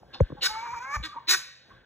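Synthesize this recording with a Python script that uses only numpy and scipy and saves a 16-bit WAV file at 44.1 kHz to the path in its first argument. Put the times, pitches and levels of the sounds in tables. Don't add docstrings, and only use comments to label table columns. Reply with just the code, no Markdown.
import sys
import numpy as np
from scipy import signal
from scipy.fft import rfft, irfft, next_fast_len
from scipy.io import wavfile

SR = 44100
rng = np.random.default_rng(int(sys.argv[2]) if len(sys.argv) > 2 else 0)


def attenuation_scalar(level_db):
    decades = np.asarray(level_db, float) / 20
    return 10 ** decades


def waveform_to_disk(signal):
    frames = np.transpose(np.atleast_2d(signal))
    scaled = np.clip(frames, -1, 1) * 32767
    samples = np.round(scaled).astype(np.int16)
    wavfile.write(sys.argv[1], SR, samples)


N = 81585
T = np.arange(N) / SR


def rms_one(x):
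    return x / np.sqrt(np.mean(x ** 2) + 1e-20)


def at_hz(points, hz):
    p = np.array(points)
    return np.interp(np.log(hz + 1), np.log(p[:, 0]), p[:, 1])


def drift(rate, size):
    r = np.exp(-2 * np.pi * rate / SR)
    warm_up = 9000
    white = rng.standard_normal(size + warm_up)
    return rms_one(signal.lfilter([1], [1, -2 * r, r * r], white)[warm_up:])


def reso(x, hz, width):
    r = np.exp(-np.pi * width / SR)
    poles = [1, -2 * r * np.cos(2 * np.pi * hz / SR), r * r]
    return signal.lfilter([(1 - r * r) / 2, 0, (r * r - 1) / 2], poles, x)


def coloured(points):
    hz = np.fft.rfftfreq(N, 1 / SR)
    spectrum = rfft(rng.standard_normal(N)) * attenuation_scalar(at_hz(points, hz)) * (hz > 25)
    return rms_one(irfft(spectrum, N))


def level(s, db):
    inside = np.minimum(T - s[0], s[-1] - T)
    return attenuation_scalar(np.interp(T, s, db)) * np.clip(inside / 0.0026 + 1, 0, 1)


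def syrinx(hz, jitter, rough):
    cycles = np.cumsum(hz * (1 + jitter * drift(150, N))) / SR
    pulses = (np.diff(np.floor(cycles), prepend=0) > 0) * attenuation_scalar(2 * drift(91, N))
    noise = rng.standard_normal(N) * np.exp(-1.3 * (cycles % 1))
    rough = np.clip(rough, 0, 1)
    return np.sqrt(1 - rough) * rms_one(pulses) + np.sqrt(rough) * rms_one(noise), cycles


def quiet_floor():
    # (frequency [Hz], level [dB per Hz])
    floor_colour = [(30, -21), (60, -4), (125, -4), (300, -9.5), (700, -11.5), (2300, -31.5), (5000, -31),
                    (8000, -45.5)]
    # (time [s], gain [dB])
    ducking = [
        (0, 5),
        (1.38, -0.6),
        (1.45, -5.5),
        (1.62, -8),
        (1.7, 5),
        (1.85, -3.5),
    ]
    noise = attenuation_scalar(-62.5 + 0.5 * drift(9, N)) * coloured(floor_colour) * level(*np.transpose(ducking))
    hum_hz = 126
    return noise + attenuation_scalar(-67.5 + 2 * drift(9.6, N)) * np.sin(2 * np.pi * hum_hz * T)


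def wind():
    # (time [s], level [dB])
    gusts = [(0.0, -70), (0.112, -66.5), (0.282, -58), (0.34, -54), (0.546, -75), (0.694, -83),
             (1.204, -72), (1.37, -71.5), (1.592, -78), (1.85, -75)]
    hz, width = 55, 33
    lumpy = reso(reso(rng.standard_normal(N), hz, width), hz, 2 * width)
    return level(*np.transpose(gusts)) * rms_one(lumpy)


def leftover():
    # (frequency [Hz], width [Hz], level [dB], t60 [s])
    old_echo = (5800, 898.5, -68, 0.03)
    hz, width, db, t60 = old_echo
    band = reso(reso(rng.standard_normal(N), hz, width), hz, width)
    return attenuation_scalar(db - 60 * T / t60) * rms_one(band)


def far_flock():
    # (time [s], level [dB])
    murmur = [(0, -99), (.12, -59), (0.451, -59), (1.598, -69.5), (1.75, -61), (1.85, -66.5)]
    # (frequency [Hz], width [Hz], level [dB])
    flock_throat = [(517.6, 40, -5), (1565, 130, -3), (1680, 520, -4.5), (3400, 700, -8)]
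    voices = np.zeros(N)
    for hz, width, db in flock_throat:
        band = reso(reso(rng.standard_normal(N), hz, width), hz, 2 * width)
        voices += attenuation_scalar(db + 3.3 * drift(28, N)) * rms_one(band)
    return level(*np.transpose(murmur)) * voices


def knocks():
    touch_s = [.0295, .1969, .2032, .2034, .2015, .202, .2025, .2098, .2961, .2991, .2995, .2995, .3182,
               .3136, .3203, .319, .3466, .375, .485, .705, .72, .9512, .9617, .9922, .972, .99, 1.30, 1.76]
    # (level [dB], ring [Hz], t60 [s])
    touch_ring = [(-36, 745, 0.0093), (-10, 137, .044), (3, 70.8, .028), (-6.5, 530, .019),
                  (-16, 642, .014), (-32, 1070, 0.016), (-30.5, 2060, 0.0066), (-36, 6500, 0.002),
                  (-34.5, 305, 0.029), (-15.5, 100, 0.0088), (-46.5, 1090, 0.029), (-36.5, 520, 0.017),
                  (-24, 280, .018), (-24, 140, .034), (-33, 490, .026), (-41, 1080, 0.014),
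                  (-34, 330, 0.016), (-42, 170, .04), (-40.5, 43, 0.08), (-38, 28, 0.081),
                  (-40.5, 73, 0.052), (-15, 44.5, .077), (-11.5, 40.2, .042), (-29, 159, .02),
                  (-29.5, 72.5, .115), (-22, 63.5, .062), (-47, 57, 0.064), (-51, 41, 0.11)]
    out = np.zeros(N)
    for s, (db, hz, t60) in zip(touch_s, touch_ring):
        t = np.maximum(T - s, 0)
        onset = 1 - np.exp(-t * hz * 1.5)
        out += attenuation_scalar(db + 6 - 60 * t / t60) * np.sin(2 * np.pi * hz * t) * onset
    return out


def clucks():
    # (time of peak [s], length [s], level [dB], pulse rate [Hz], mouth resonance [Hz])
    cluck_rows = [(0.147, 0.043, -46.5, 266.5, 950), (.387, 0.06, -50, 270, 820),
                  (0.554, 0.022, -39.5, 236.6, 1150), (0.666, 0.058, -40.5, 240.8, 1057),
                  (0.741, 0.021, -35.5, 250, 1096), (0.958, 0.012, -38, 293, 1490),
                  (1.072, 0.024, -42.5, 1175, 1180), (1.096, 0.041, -48.5, 1150, 1150),
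                  (1.13, 0.034, -45.5, 1197, 1190), (1.151, 0.036, -48.5, 200, 950),
                  (1.171, 0.034, -38, 920, 920), (1.166, .022, -41, 1140, 1140),
                  (1.184, 0.011, -37, 1050, 1050), (0.43, 0.046, -46, 250, 510),
                  (1.714, 0.028, -48.5, 1060, 1060), (0.157, 0.034, -52, 250, 740),
                  (0.152, 0.033, -53, 260, 260), (1.159, .03, -53, 278.1, 280)]
    out = np.zeros(N)
    for s, length, db, hz, mouth_hz in cluck_rows:
        source = syrinx(hz, jitter=0.03817, rough=.07)[0]
        lower = reso(source, mouth_hz, 130)
        upper = attenuation_scalar(-12) * reso(source, 1.55 * mouth_hz, 530)
        voiced = reso(lower - upper, mouth_hz, 1100)
        swell = np.cos(np.pi * np.clip((T - s) / length, -.5, .5)) ** 2
        out += attenuation_scalar(db + 1.5) * rms_one(voiced) * swell
    return out


def whine():
    # (time [s], pitch [Hz], level [dB], third partial [dB], half-pitch lines [dB])
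    breaths = [
        [(.478, 422, -54.5, -57, -16), (.505, 428.9, -42, -45, -18), (.6, 452, -41, -44.5, -15),
         (.654, 480.6, -40, -82, -3), (.69, 458.6, -40.5, -65.5, -15.5), (.736, 496, -38, -51.5, -14.5),
         (.765, 465.6, -40, -51, -13.5), (.79, 472.5, -40.5, -61, -17)],
        [(.795, 469.4, -42.5, -57, -17), (.812, 490, -40, -46.5, -31), (.86, 533.5, -40.5, -44, -2.5),
         (.93, 572.7, -34, -43, -19), (.949, 609, -29, -35.5, -19), (.96, 586, -28.5, -34, -21),
         (.967, 564, -32.5, -41, -9.5)],
    ]
    # (frequency [Hz], gain [dB])
    hen_throat = [(480, -26), (580, -21.5), (720, -35), (830, 1.5), (1200, -0.5), (1850, -18.5),
                  (2300, -5.5), (2900, -43.5), (3500, -49.5)]
    # (frequency [Hz], level [dB per Hz])
    hen_hiss = [(700, -9.5), (1200, 3), (2300, 1), (3200, -13.5), (4500, -5.5), (6800, -3.5), (8200, -27),
                (15000, -21.5)]
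    out, hiss = np.zeros(N), coloured(hen_hiss)
    for rows in breaths:
        s, hz, db, third_db, half_db = np.transpose(rows)
        pitch = np.interp(T, s, hz) * (1 + .004 * drift(55, N))
        cycles = np.cumsum(pitch) / SR
        for k in np.arange(1, 14, .5):
            if k == 3:
                gain = level(s, third_db)
            else:
                line_db = db + (half_db if k % 1 else 0)
                gain = level(s, line_db) * attenuation_scalar(at_hz(hen_throat, k * pitch))
            shimmer = attenuation_scalar(2.2 * drift(57, N))
            out += np.sqrt(2) * gain * shimmer * np.sin(2 * np.pi * (k * cycles + rng.random()))
        breath = attenuation_scalar(-12.5) * level(s, db) * attenuation_scalar(2.5 * drift(14, N)) * hiss
        out += breath * (1 + 0.2 * np.cos(2 * np.pi * cycles))
    return out


def rasps():
    # (time [s], level [dB], pitch [Hz])
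    calls = [
        [(.128, -58, 342.7), (.141, -36.5, 343.9), (.151, -42, 346.3), (.157, -51, 338), (.195, -60, 349)],
        [(.410, -42, 340), (.420, -28.5, 350.6), (.430, -22, 361.5), (.468, -22, 380.2), (.478, -46.5, 387)],
        [(1.028, -42, 311.1), (1.036, -35, 319), (1.062, -34.5, 325), (1.074, -49, 295)],
        [(1.272, -36, 305.8), (1.284, -23.5, 324.8), (1.294, -19.5, 352.7), (1.32, -18.5, 371),
         (1.350, -23, 385.7), (1.358, -45, 365), (1.368, -51, 345)],
    ]
    # (roughness [0-1], low throat [dB], opening beak [dB], air [dB], fundamental [dB])
    voices = [(0.5, -17, 3, -29, -18.5), (0.53, 0, 2.5, -1.5, -26.5), (0.12, 6, 3, -8.5, -12),
              (0.45, 3, -12.5, 4.5, -24)]
    # (level [dB], pitch factor [1], width factor [1])
    necks = [(12, 0.95, 0.76), (7, 0.99, 1.19), (6.5, 0.9, 1.6), (5.5, 1.025, 1.5)]
    # (share of its growth [1], time the beak shuts [s], swell [dB])
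    closings = [(0.9, .15, -3), (0.59, .463, 3.5), (0.05, 1.045, 2), (0.69, 1.345, 6)]
    # (frequency [Hz], width [Hz], level [dB], gain from start to end [dB])
    low_throat = [(950, 273, -8.5, 6), (1150, 318, -6.5, 9), (1546, 235, 2, 19.5), (1853, 130, -0.5, 2),
                  (2352, 486, -1.5, -7.5)]
    high_throat = [(3773, 260, 3, -2), (4453, 233, -0.5, -9.5), (5186, 433, -3, 15.5)]
    beak = [(2857, 334, 0.0024, -10.5)]
    air = [(5920, 1030, -2.5, 1), (9050, 6000, -14.5, 10), (11430, 4200, -13.5, 4.5),
           (15000, 1100, -13, 0.8)]
    out = np.zeros(N)
    for rows, voice, neck_set, closing in zip(calls, voices, necks, closings):
        rough, low_db, beak_db, air_db, root_db = voice
        high_db, shift, spread = neck_set
        share, shut_s, swell_db = closing
        low = [(f, width, res_db, share * grow_db) for f, width, res_db, grow_db in low_throat]
        neck = [(f * shift, width * spread, res_db, grow_db) for f, width, res_db, grow_db in high_throat]
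        swell = swell_db * np.exp(-((T - shut_s) / .009) ** 2)
        s, db, hz = np.transpose(rows)
        source, cycles = syrinx(np.interp(T, s, hz), .025, rough)
        source = source * level(s, db)
        along = np.clip((T - s[0]) / (s[-1] - s[0]), 0, 1) - .5
        effort_db = 2.0 * (np.interp(T, s, db) - db.max())
        parts = ((low, low_db + swell + 0.13 * effort_db), (beak, beak_db),
                 (neck, high_db + 0.2 * effort_db), (air, air_db + effort_db))
        for throat, part_db in parts:
            for k, (f, width, res_db, grow_db) in enumerate(throat):
                driven = source * attenuation_scalar(part_db + res_db + 3 + grow_db * along)
                out += (-1) ** k * reso(reso(driven, f, width), f, 3 * width)
        out += attenuation_scalar(root_db - 0.31 * effort_db) * level(s, db) * np.sin(2 * np.pi * cycles)
    return out


def wood(x):
    # (frequency [Hz], t60 [s])
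    wood_t60 = [(300, 0.21), (800, 0.61), (1500, .45), (2100, 0.82), (3100, 0.85), (5000, 0.59),
                (14000, 0.33)]
    t = T[:SR // 2 + SR // 4]
    edges = 200 * 2 ** np.arange(0, 6.6, .5)
    tail = 0
    for low, high in zip(edges, edges[1:]):
        band_pass = signal.butter(2, [low, high], "band", fs=SR, output="sos")
        band = signal.sosfilt(band_pass, rng.standard_normal(len(t)))
        decay = attenuation_scalar(-60 * t / at_hz(wood_t60, np.sqrt(low * high)))
        tail = tail + band * decay * np.clip(t / 0.019, 0, 1)
    early = rng.standard_normal(len(t)) * attenuation_scalar(-60 * t / 0.23) * np.clip(t / 0.0013, 0, 1)
    early = early - 0.58 * reso(early, 1520, 1520)
    echo = attenuation_scalar(-17.5) * tail / np.linalg.norm(tail) + attenuation_scalar(-7) * early / np.linalg.norm(early)
    echo = signal.sosfilt(signal.butter(2, 600, "high", fs=SR, output="sos"), echo)
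    return signal.fftconvolve(x, echo)[:N]


def scene():
    fowl, hen = rasps() + clucks(), whine()
    background = quiet_floor() + far_flock() + wind() + leftover()
    mid = fowl + hen + wood(fowl + attenuation_scalar(-1) * hen) + background + knocks()
    unlike = wood(fowl + hen)
    side = attenuation_scalar(-27) * unlike + attenuation_scalar(-12) * reso(unlike, 2000, 2000)
    return mid + side * np.array([[1], [-1]])


def roll_off(x):
    return signal.sosfilt(signal.butter(12, 15660, fs=SR, output="sos"), x)


def record(dry):
    # (frequency [Hz], phase [rad])
    left_lead = [(0, 0), (60, -.45), (300, -1.15), (600, -1.05), (1100, -.6), (1500, -.45), (1850, .75),
                 (2300, 1.1), (3500, 1.35), (4200, 2.1), (4600, 3.0), (5000, 3.3), (5300, 4.3), (6370, 5.9),
                 (7490, 6.5), (8350, 9.3), (9450, 9.55), (10400, 12.6), (11600, 12.7), (12500, 15.6),
                 (13700, 15.8), (14400, 18.8), (17000, 19)]
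    bass_lag_cycles, bass_left_db = 1.9, 1.6
    rumble_cut_hz, cutoff_hz = 42, 15640
    size = next_fast_len(N + 8192)
    hz = np.fft.rfftfreq(size, 1 / SR)
    sides = np.array([[1], [-1]])
    lead = np.interp(hz, *np.transpose(left_lead)) / 2
    smear = np.exp(-2j * np.pi * bass_lag_cycles * np.log(1 + hz / 30))
    balance = attenuation_scalar(sides * bass_left_db / 2 / (1 + (hz / 300) ** 2))
    rumble_cut = 1 / np.sqrt(1 + (rumble_cut_hz / (hz + 1)) ** 10)
    gain = balance * np.exp(1j * sides * lead) * smear * (hz < cutoff_hz) * rumble_cut
    mix = irfft(rfft(dry, size) * gain, size)[:, :N]
    return roll_off(mix)


dry = scene()
out = record(dry)
waveform_to_disk(out)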